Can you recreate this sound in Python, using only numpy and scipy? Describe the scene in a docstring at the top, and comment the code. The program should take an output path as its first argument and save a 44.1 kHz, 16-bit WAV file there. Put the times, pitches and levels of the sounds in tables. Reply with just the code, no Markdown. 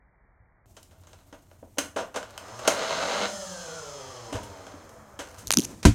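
"""Two flywheel motors in a battery toy blaster spin up and coast down in a quiet bedroom. Their whine is
a harmonic series on each shaft speed, joined by brush hiss, wheel roar and a loaded gear grinding.
Knocks and rubbing excite the resonances of the plastic shell, and feet shift on the floor boards.
At the end a hand creaks on a nearby camera by stick-slip friction, then bumps it.
Background hiss lies beneath; at first the sound is muffled, then the treble and a low hum enter."""
import sys
import numpy as np
from scipy import signal
from scipy.fft import rfft, irfft, next_fast_len
from scipy.io import wavfile
from scipy.ndimage import uniform_filter1d

SR = 44100
rng = np.random.default_rng(int(sys.argv[2]) if len(sys.argv) > 2 else 0)


def output_pcm(signal):
    """Save a mono or channel-first signal as 16-bit PCM at the path in sys.argv[1].

    Samples are clipped to [-1, 1] before scaling.
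    """
    pcm = np.clip(np.atleast_2d(signal).T, -1, 1) * 32767
    wavfile.write(sys.argv[1], SR, np.round(pcm).astype(np.int16))


N = 262306
T = np.arange(N) / SR

# shaft harmonics: multiple of shaft speed, level/dB, slope/(dB per doubling of speed)
SHAFT_ORDERS = [(1, 5.5, 0.5), (2, -8, -5), (3, -0.5, 2), (4, -6.5, -0.5), (5, -11, -3), (6, -15, -1.5),
                (7, -7, 4), (9, -1, 7)]
# spectra of the brush hiss and the wheel roar: f/Hz, level/dB
HISS_SPECTRUM = [(1180, 5), (2000, 2.5), (2780, -10.5), (3280, -14), (4730, -2.5), (6420, -6), (9660, -4),
                 (10500, -4), (16000, 2)]
ROAR_SPECTRUM = [(150, -16), (250, -14), (382, -23), (450, -5), (595, 4.5), (1060, 4.5), (1210, 5.5),
                 (2500, -11.5), (3250, -37), (5500, -120)]
# resonances of the motor cans and the plastic shell: f/Hz, bandwidth/Hz, level/dB
CAN_MODES = [(3280, 400, -6), (4200, 600, -8), (5200, 350, -1), (6250, 500, 0), (7000, 600, -4),
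             (9000, 1600, -11)]
SHELL_MODES = [(181.4, 80, -9), (280, 95, -3), (524, 145, 6), (659, 137, 7.5), (937, 257, 0.5),
               (1260, 220, 2.5), (1521, 233, -0.5), (2090, 250, -3), (2960, 540, -6.5), (4150, 610, -6),
               (5340, 170, -17), (6775, 460, -4.5), (6720, 830, -5.5), (8250, 1100, -68)]
# motor gain as the blaster is turned and carried: t/s, level/dB
CARRY_GAIN = [(2.2, -19), (2.45, -3.5), (2.8, 1.5), (3.3, -1.5), (4.3, -1), (4.75, -4), (5.05, -7),
              (5.45, -7)]
# knocks on the shell: t/s, level/dB, tilt/(dB per octave), rattle/dB, rattle length/s, thud/dB
SHELL_KNOCKS = [(0.766, -37.5, 0.5, -1, 0.019, -30), (0.829, -34, 7, -23, 0.019, -28),
                (0.91, -49, -1.5, -11, 0.052, -30), (1.035, -46, -1.5, -18, 0.028, -30),
                (1.07, -43, 0.6, -13, 0.061, -32), (1.131, -40, -0.2, -12, 0.018, -30),
                (1.326, -36, -3, -8.5, 0.03, -3), (1.513, -44.5, -4.5, -22, 0.018, -33),
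                (1.627, -35, -14.5, -12.5, 0.02, -5), (1.771, -31, -6.5, 3, 0.077, -28),
                (1.783, -8.5, 2, 1, 0.012, -13.5), (1.961, -17, -3.5, 4.5, 0.054, -13),
                (2.142, -27.5, -2.5, 10, 0.027, -37), (2.159, -18, -2.5, -6, 0.025, -40),
                (2.228, -29.5, -2.5, -17, 0.034, -34), (2.305, -38, 2.5, -15, 0.011, -27),
                (2.377, -21, 2, -28, 0.014, -35), (2.483, -36.5, 0, -10, 0.013, -36),
                (2.59, -29.5, 0, -1, 0.013, -36), (2.65, -25.5, -4.5, -5, 0.019, -30),
                (2.675, -3.5, 0.8, 10, 0.0095, -21), (3.68, -34, -2, -11, 0.033, -22),
                (4.325, -21.5, -1.5, 15, 0.028, -4), (4.353, -22, -2.5, -7, 0.027, -16),
                (4.432, -31, 4, -4, 0.027, -20), (4.667, -34.5, -2, -13, 0.023, -8),
                (4.739, -45, 18, -14, 0.036, 9.5), (4.892, -36, 6, -16, 0.019, -30),
                (5.19, -23, -1, -3.5, 0.033, -12), (5.381, -32.5, 5, 10, 0.032, -24)]
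# finger slips on the camera, and pushes that move its whole housing: t/s, level/dB
FINGER_SLIPS = [(5.4724, -15.5), (5.48, -21), (5.487, -29), (5.5068, -3), (5.5177, -7), (5.5254, -5),
                (5.5367, -12), (5.5385, -6), (5.5425, -11), (5.5515, -25), (5.5721, -0.5), (5.587, -4),
                (5.5958, -11), (5.6043, -15), (5.6134, -25), (5.6202, -18.5)]
HOUSING_PUSHES = [(5.506, -7), (5.5385, -15), (5.572, -18.5)]
# bright resonances and low body of the housing: f/Hz, bandwidth/Hz, level/dB
HOUSING_MODES = [(2960, 1540, -5.5), (4080, 1200, 0), (6200, 810, 1), (9600, 3200, -1.5), (12800, 4000, -1)]
BODY_MODE = [(1160, 2200, 0)]
# bumps on the camera: t/s, level/dB, contact time/s, crack/dB
CAMERA_BUMPS = [(5.47, -32, 0.0073, -62), (5.829, -42, 0.0018, -31.5), (5.852, -11, 0.00039, -13.5),
                (5.8565, -3, 0.0014, -46), (5.87, -12.5, 0.0017, -28), (5.883, -7, 0.0024, -33),
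                (5.895, -14, 0.012, -62)]
# modes of the camera and its support: f/Hz, level/dB, T60/s
SUPPORT_MODES = [(56, -5, 0.12), (87, -1.5, 0.12), (106.5, 5, 0.12), (173.7, -2.5, 0.13),
                 (211, -1.5, 0.089), (285, 5, 0.079), (348, -2, 0.076), (500, -4, 0.07), (692, 1.5, 0.063),
                 (960, 1, .045), (1560, 2, 0.052), (2880, -13, .04)]
# envelope of the handling rustle: t/s, level/dB
RUSTLE_GAIN = [(5.4, -63), (5.474, -45), (5.706, -42), (5.85, -55.5)]
# spectrum of that rustle: f/Hz, level/dB
RUSTLE_SPECTRUM = [(30, -24), (60, -5), (290, -3), (600, -15.5), (3000, -28.5)]
# hands and cloth on the shell: start/s, end/s, level/dB, share of bright hiss
RUB_STROKES = [(0.652, 1.75, -70, .1), (2.187, 2.643, -55, .05), (4.294, 4.927, -57, .1),
               (5.205, 5.464, -54.5, 1)]
# feet on the boards: t/s, level/dB
STEPS = [(0.401, -47.5), (1.07, -48), (4.345, -23.5), (4.433, -33), (5.38, -40)]
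# reverberation time of the bedroom: f/Hz, T60/s
ROOM_DECAY = [(200, 0.36), (530, 0.26), (1390, 0.32), (3680, 0.26), (9700, 0.3)]
# spectra of the room air and of the dull, quieter hiss of the muffled opening: f/Hz, level/dB
AIR_SPECTRUM = [(15, 12.5), (25, 12), (92, -2.5), (208, -6.5), (388, -7.5), (509, -37), (616, -7.5),
                (1470, -26), (4850, -28), (6190, -26), (10400, -23), (14400, -14.5), (16500, -16.5)]
MUFFLED_HISS_SPECTRUM = [(15, -3), (30, 3.5), (55, 0.5), (150, -10.5), (300, -21.5), (810, -17.5),
                         (1300, -22), (1900, -20), (2500, -29.5)]
# noise bands of a wavering hum: f/Hz, bandwidth/Hz, level/dB
HUM_BANDS = [(50.3, 14, -83), (89, 12, -57.5)]
# microphone response: f/Hz, level/dB
MIC_RESPONSE = [(4800, -0.5), (6300, 4), (9700, -1), (10500, -7), (13000, -8.5), (16000, -17)]

TRIGGER_S, RELEASE_S = 1.931, 3.34  # current flows between these times
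FREE_HZ, FRICTION_HZ, CLIMB_S, COAST_S = 330, 20, 1.4, 1.84  # no-load speed, friction, time constants
REFERENCE_HZ, SPEED_RATIO = 160, .945  # shaft speed where level slopes pivot; slow wheel over fast
IDLE_ON_S, GEAR_ON_S, GEAR_OFF_S, GEAR_RISE_S, GEAR_FALL_S = 2.4, 2.583, 3.26, .089, .048
IDLE_DB, GEAR_DB, GEAR_DB_PER_S = -60.5, -32.5, 7
CHATTER_S, CHATTER_END_S, CHATTER_GAP_S, CHATTER_DB = 5.625, 5.653, .003, -23.5  # slips run together
SHUDDER_S, SHUDDER_DB, SHUDDER_HZ, SHUDDER_LENGTH_S = 5.564, -16, 245, .043
TREBLE_ON_S, MUFFLED_HZ, BAND_LIMIT_HZ = .659, 2400, 16150


def whine(shafts):
    """Forced vibration: fluttering harmonics of both flywheels drive the shell's resonances."""
    octaves = np.log2(shaft_speed() / REFERENCE_HZ)
    drive = np.zeros(N)
    for turns in shafts:
        for order, db, slope_db in SHAFT_ORDERS:
            gain = amp(db + slope_db * octaves + 3.1 * wander(18))
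            drive += gain * np.cos(2 * np.pi * (order * turns + rng.random()))
    return motor_gain(db=-48.5, slope_db=.65) * (.15 * drive + resonate(drive, SHELL_MODES))


def whirr(shafts):
    """Sliding friction: brush hiss, blurred by sparking, rings the motor cans; the wheels roar below."""
    # the gliding orders stand clearest just after the current stops, then fade into noise
    clarity = np.interp(T, RELEASE_S + np.array([-.1, 0, .85, 1.35]), [.5, .75, .75, .4])
    scrape = unit_rms(sum(map(brush_scrape, shafts)))
    brushes = clarity * scrape + np.sqrt(1 - clarity ** 2) * 1.22 * rng.standard_normal(N)
    cans = unit_rms(resonate(brushes, CAN_MODES, sign=.81)) * amp(.5 * wander(33))
    hiss = .7 * unit_rms(filtered(HISS_SPECTRUM, brushes)) + .6 * cans
    roar = coloured_noise(ROAR_SPECTRUM) * amp(.43 * wander(22))
    return (motor_gain(db=-44.5, slope_db=10.7) * hiss
            + motor_gain(db=-48.5, slope_db=-.5, powered_db=3.1) * roar)


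def brush_scrape(turns):
    """Periodic excitation: a rough track repeats each turn; three commutator gaps lift every third order."""
    orders = np.arange(129)
    order_db = 5 * (orders % 3 == 0) + 3 * rng.standard_normal(129) - .3 * np.maximum(orders - 45, 0)
    tracks = irfft(amp(order_db) * (orders > 14) * np.exp(2j * np.pi * rng.random((2, 129))))
    lean = 1.8 * wander(7)  # two contact points share the load, so single orders come and go
    near, far = (np.interp(turns, np.arange(256) / 256, track, period=1) for track in tracks)
    return np.cos(lean) * near + np.sin(lean) * far


def shaft_speed():
    """First-order lag: the faster wheel's speed/Hz climbs, then decays by air drag and bearing friction."""
    climb = FREE_HZ * (1 - np.exp(-(np.clip(T, TRIGGER_S, RELEASE_S) - TRIGGER_S) / CLIMB_S))
    coast = (climb + FRICTION_HZ) * np.exp(-np.maximum(T - RELEASE_S, 0) / COAST_S) - FRICTION_HZ
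    return np.maximum(coast, 1)


def shaft_turns():
    """Rotation is the integral of speed; inertia keeps each flywheel's jitter small."""
    return [np.cumsum(share * shaft_speed() * (1 + .000916 * wander(14.2))) / SR
            for share in (1, SPEED_RATIO)]


def motor_gain(db, slope_db, powered_db=0):
    """Power law: slope_db per doubling of speed, offset by the current and by how the blaster is held."""
    current = np.clip((RELEASE_S - T) / .08, 0, 1)
    octaves = np.log2(shaft_speed() / REFERENCE_HZ)
    return envelope(CARRY_GAIN) * amp(db + slope_db * octaves + powered_db * current)


def gear_grind(strikes_per_s=3000, throb_hz=9.6):
    """Shot noise: random tooth strikes ring the shell, throb with the slow gear and grow under load."""
    strikes = rng.standard_normal(N) * (rng.random(N) < strikes_per_s / SR)
    throb = amp(1.8 * np.cos(2 * np.pi * throb_hz * (T - 2.92)) + .7 * wander(40))
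    loaded_s = GEAR_ON_S + GEAR_RISE_S
    top_db = GEAR_DB + GEAR_DB_PER_S * (GEAR_OFF_S - loaded_s)
    load = envelope([(IDLE_ON_S, IDLE_DB), (GEAR_ON_S, IDLE_DB), (loaded_s, GEAR_DB),
                     (GEAR_OFF_S, top_db), (GEAR_OFF_S + GEAR_FALL_S, IDLE_DB)])
    return load * throb * unit_rms(resonate(strikes, SHELL_MODES))


def knocks():
    """Impact excitation: a tick and a rattle ring the shell while the hand thuds on the hollow stock."""
    out, t = np.zeros(N), T[:8192]
    hz = np.fft.rfftfreq(len(t), 1 / SR)
    octaves = np.log2((hz + 300) / 1000)
    radiation = 1 - np.exp(-(hz / 200) ** 4)  # a small shell radiates no bass
    tick = 2.2 * np.exp(-(t / .00003 - 30) ** 2)
    stock = thud(hz=290.3, decay_s=.0098)
    for s, db, tilt_db, rattle_db, length_s, thud_db in SHELL_KNOCKS:
        shake = 1.44 * np.exp(-t / .002) + amp(rattle_db) * np.exp(-(t / length_s) ** 2)
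        rattle = rng.standard_normal(len(t)) * (1 - np.exp(-t / .0012)) * shake
        force = clack(rattle + tick, length_s)
        shell = resonate(force, SHELL_MODES) + .17 * force
        radiated = irfft(rfft(shell) * amp(tilt_db * octaves) * radiation)
        add(out, s, amp(db) * (unit_peak(radiated) + amp(thud_db) * stock))
    return out


def clack(rattle, length_s):
    """Spectral smoothing: with its chance peaks evened out, a rattle clacks and does not ring."""
    spectrum = rfft(rattle)
    evening = (uniform_filter1d(abs(spectrum), size=120) / (abs(spectrum) + 1e-9)) ** .6
    return irfft(spectrum * evening) * np.exp(-(T[:len(rattle)] / (2.5 * length_s + .006)) ** 4)


def creak():
    """Stick-slip friction: a finger releases in brief snaps, and the housing shudders under the grip."""
    out, t = np.zeros(N), T[:600]
    chatter_s = np.arange(CHATTER_S, CHATTER_END_S, CHATTER_GAP_S)
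    lateness, strength = rng.standard_normal((len(chatter_s), 2)).T
    chatter = np.c_[chatter_s + .3 * CHATTER_GAP_S * lateness, CHATTER_DB + 4 * strength]
    body = unit_peak(resonate(np.exp(-(t / .0001 - 6) ** 2), BODY_MODE))
    for s, db in np.r_[FINGER_SLIPS, chatter]:
        burst = rng.standard_normal(len(t)) * t * np.exp(-t / .00034)
        snap = bandpass(resonate(burst, HOUSING_MODES), hz=6600, width_hz=21120)
        add(out, s - .0008, amp(db) * (unit_peak(snap) + amp(-26) * body))
    for s, db in HOUSING_PUSHES:
        add(out, s, amp(db) * body)
    n = round(SHUDDER_LENGTH_S * SR)
    shudder = np.sin(2 * np.pi * SHUDDER_HZ * T[:n] + .8 * wander(90)[:n])
    add(out, SHUDDER_S, amp(SHUDDER_DB) * signal.windows.tukey(n, .6) * shudder)
    return out


def bumps():
    """Modal response: soft blows ring the camera's support, hard ones also crack, and the hand rustles."""
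    out, t = np.zeros(N), T[:SR // 4]
    modes = sum(amp(db - 60 * t / t60) * np.sin(2 * np.pi * hz * t) for hz, db, t60 in SUPPORT_MODES)
    crack_decay = np.exp(-t / .011) + .4 * np.exp(-t / .035)
    for s, db, contact_s, crack_db in CAMERA_BUMPS:
        blow = np.sin(np.pi * np.clip(t[:800] / contact_s, 0, 1)) ** 2
        crack = signal.lfilter([1], [1, -.6], rng.standard_normal(len(t))) * crack_decay
        add(out, s, .5 * amp(db) * np.convolve(modes, blow / blow.sum()))
        add(out, s, .5 * amp(crack_db) * crack)
    rustle = coloured_noise(RUSTLE_SPECTRUM) * amp(1.3 * wander(30))
    return out + envelope(RUSTLE_GAIN) * rustle


def rubbing(grains_per_s=600):
    """Friction noise: uneven grains excite the shell, and cloth adds a bright hiss."""
    grains = rng.standard_normal(N) * (.12 + 4 * (rng.random(N) < grains_per_s / SR))
    grains *= amp(1.95 * wander(17))
    shell = unit_rms(resonate(grains, SHELL_MODES))
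    cloth = unit_rms(np.diff(grains, prepend=0))
    out = np.zeros(N)
    for start, end, db, share in RUB_STROKES:
        stroke = (shell + share * cloth)[round(start * SR):round(end * SR)]
        add(out, start, amp(db) * signal.windows.tukey(len(stroke), .64) * stroke)
    return out


def footfalls():
    """Free vibration: shifting feet excite one low mode of the floor boards."""
    out = np.zeros(N)
    for s, db in STEPS:
        add(out, s, amp(db) * thud(hz=89.3, decay_s=.022))
    return out


def bedroom(x):
    """Reverberation: sparse echoes of random sign, each band decaying at its own rate."""
    taps = np.zeros(SR // 2)
    slots = np.arange(160, len(taps) - 20, 20)
    taps[slots + rng.integers(0, 20, len(slots))] = 1
    taps *= rng.choice([-1., 1.], len(taps))
    hz, t, bands = signal.stft(taps, SR, nperseg=256)
    decay = amp(-60 * t / at_frequency(ROOM_DECAY, hz)[:, None])
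    tail = signal.istft(bands * decay, SR, nperseg=256)[1]
    return signal.fftconvolve(x, tail / np.linalg.norm(tail))[:N]


def background():
    """Noise floor: background hiss, dull and quieter at first, then joined by a narrow-band hum."""
    hum = sum(amp(db) * unit_rms(bandpass(rng.standard_normal(N), hz, width))
              for hz, width, db in HUM_BANDS)
    full = amp(-55 + 1.9 * wander(30)) * coloured_noise(AIR_SPECTRUM) + hum
    return np.where(T > TREBLE_ON_S, full, amp(-59) * coloured_noise(MUFFLED_HISS_SPECTRUM))


def thud(hz, decay_s):
    """Damped oscillator with a soft onset."""
    t = T[:8192]
    return np.sin(2 * np.pi * hz * t) * (1 - np.exp(-t / .0011)) * np.exp(-t / decay_s)


def resonate(x, modes, sign=-1):
    """Modal superposition: resonance k is weighted by sign ** k."""
    return sum(sign ** k * amp(db) * bandpass(x, hz, width) for k, (hz, width, db) in enumerate(modes))


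def wander(cutoff_hz):
    """Random modulation: low-passed noise of unit rms."""
    lowpass = signal.butter(2, cutoff_hz, fs=SR / 32, output="sos")
    slow = signal.sosfiltfilt(lowpass, rng.standard_normal(N // 32 + 2))
    return np.interp(T, np.arange(len(slow)) * 32 / SR, unit_rms(slow))


def envelope(points):
    """Amplitude envelope through (t/s, level/dB) points, silent outside them."""
    s, db = np.transpose(points)
    return amp(np.interp(T, np.r_[s[0] - .05, s, s[-1] + .05], np.r_[-120, db, -120]))


def filtered(points, x):
    """Zero-phase filtering through (f/Hz, level/dB) points."""
    size = next_fast_len(N)
    gain = amp(at_frequency(points, np.fft.rfftfreq(size, 1 / SR)))
    return irfft(rfft(x, size) * gain, size)[..., :N]


def coloured_noise(spectrum):
    return unit_rms(filtered(spectrum, rng.standard_normal(N)))


def at_frequency(points, hz):
    f, value = np.transpose(points)
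    return np.interp(np.log(hz + 1), np.log(f + 1), value)


def bandpass(x, hz, width_hz):
    return signal.lfilter(*signal.iirpeak(hz, hz / width_hz, SR), x)


def below(x, hz):
    return signal.oaconvolve(x, signal.firwin(1023, hz, window=("kaiser", 9), fs=SR)[None], "same")


def amp(db):
    return 10 ** (np.asarray(db) / 20)


def unit_rms(x):
    return x / np.sqrt(np.mean(x ** 2) + 1e-20)


def unit_peak(x):
    return x / abs(x).max()


def add(mix, s, sound):
    part = mix[round(s * SR):][:len(sound)]
    part += sound[:len(part)]


def scene():
    """Superposition of direct sound, reverberation and hiss; the close camera sounds stay nearly dry."""
    shafts = shaft_turns()
    clatter = knocks() + gear_grind() + footfalls() + rubbing()
    motors = whine(shafts)
    near = creak() + bumps()
    echoes = bedroom(amp(-4) * (motors + clatter) + amp(-21) * near)
    return (motors + whirr(shafts) + clatter + near + echoes + background())[None]


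def record(dry):
    """Filters in cascade: bass cut, microphone response, a muffled opening and the band limit."""
    bass_cut = signal.lfilter(*signal.butter(3, 38, "high", fs=SR), dry)
    heard = filtered(MIC_RESPONSE, bass_cut)
    muffled = below(heard * (T <= TREBLE_ON_S), MUFFLED_HZ)
    return below(np.where(T > TREBLE_ON_S, heard, muffled), BAND_LIMIT_HZ)


dry = scene()
out = record(dry)
output_pcm(out)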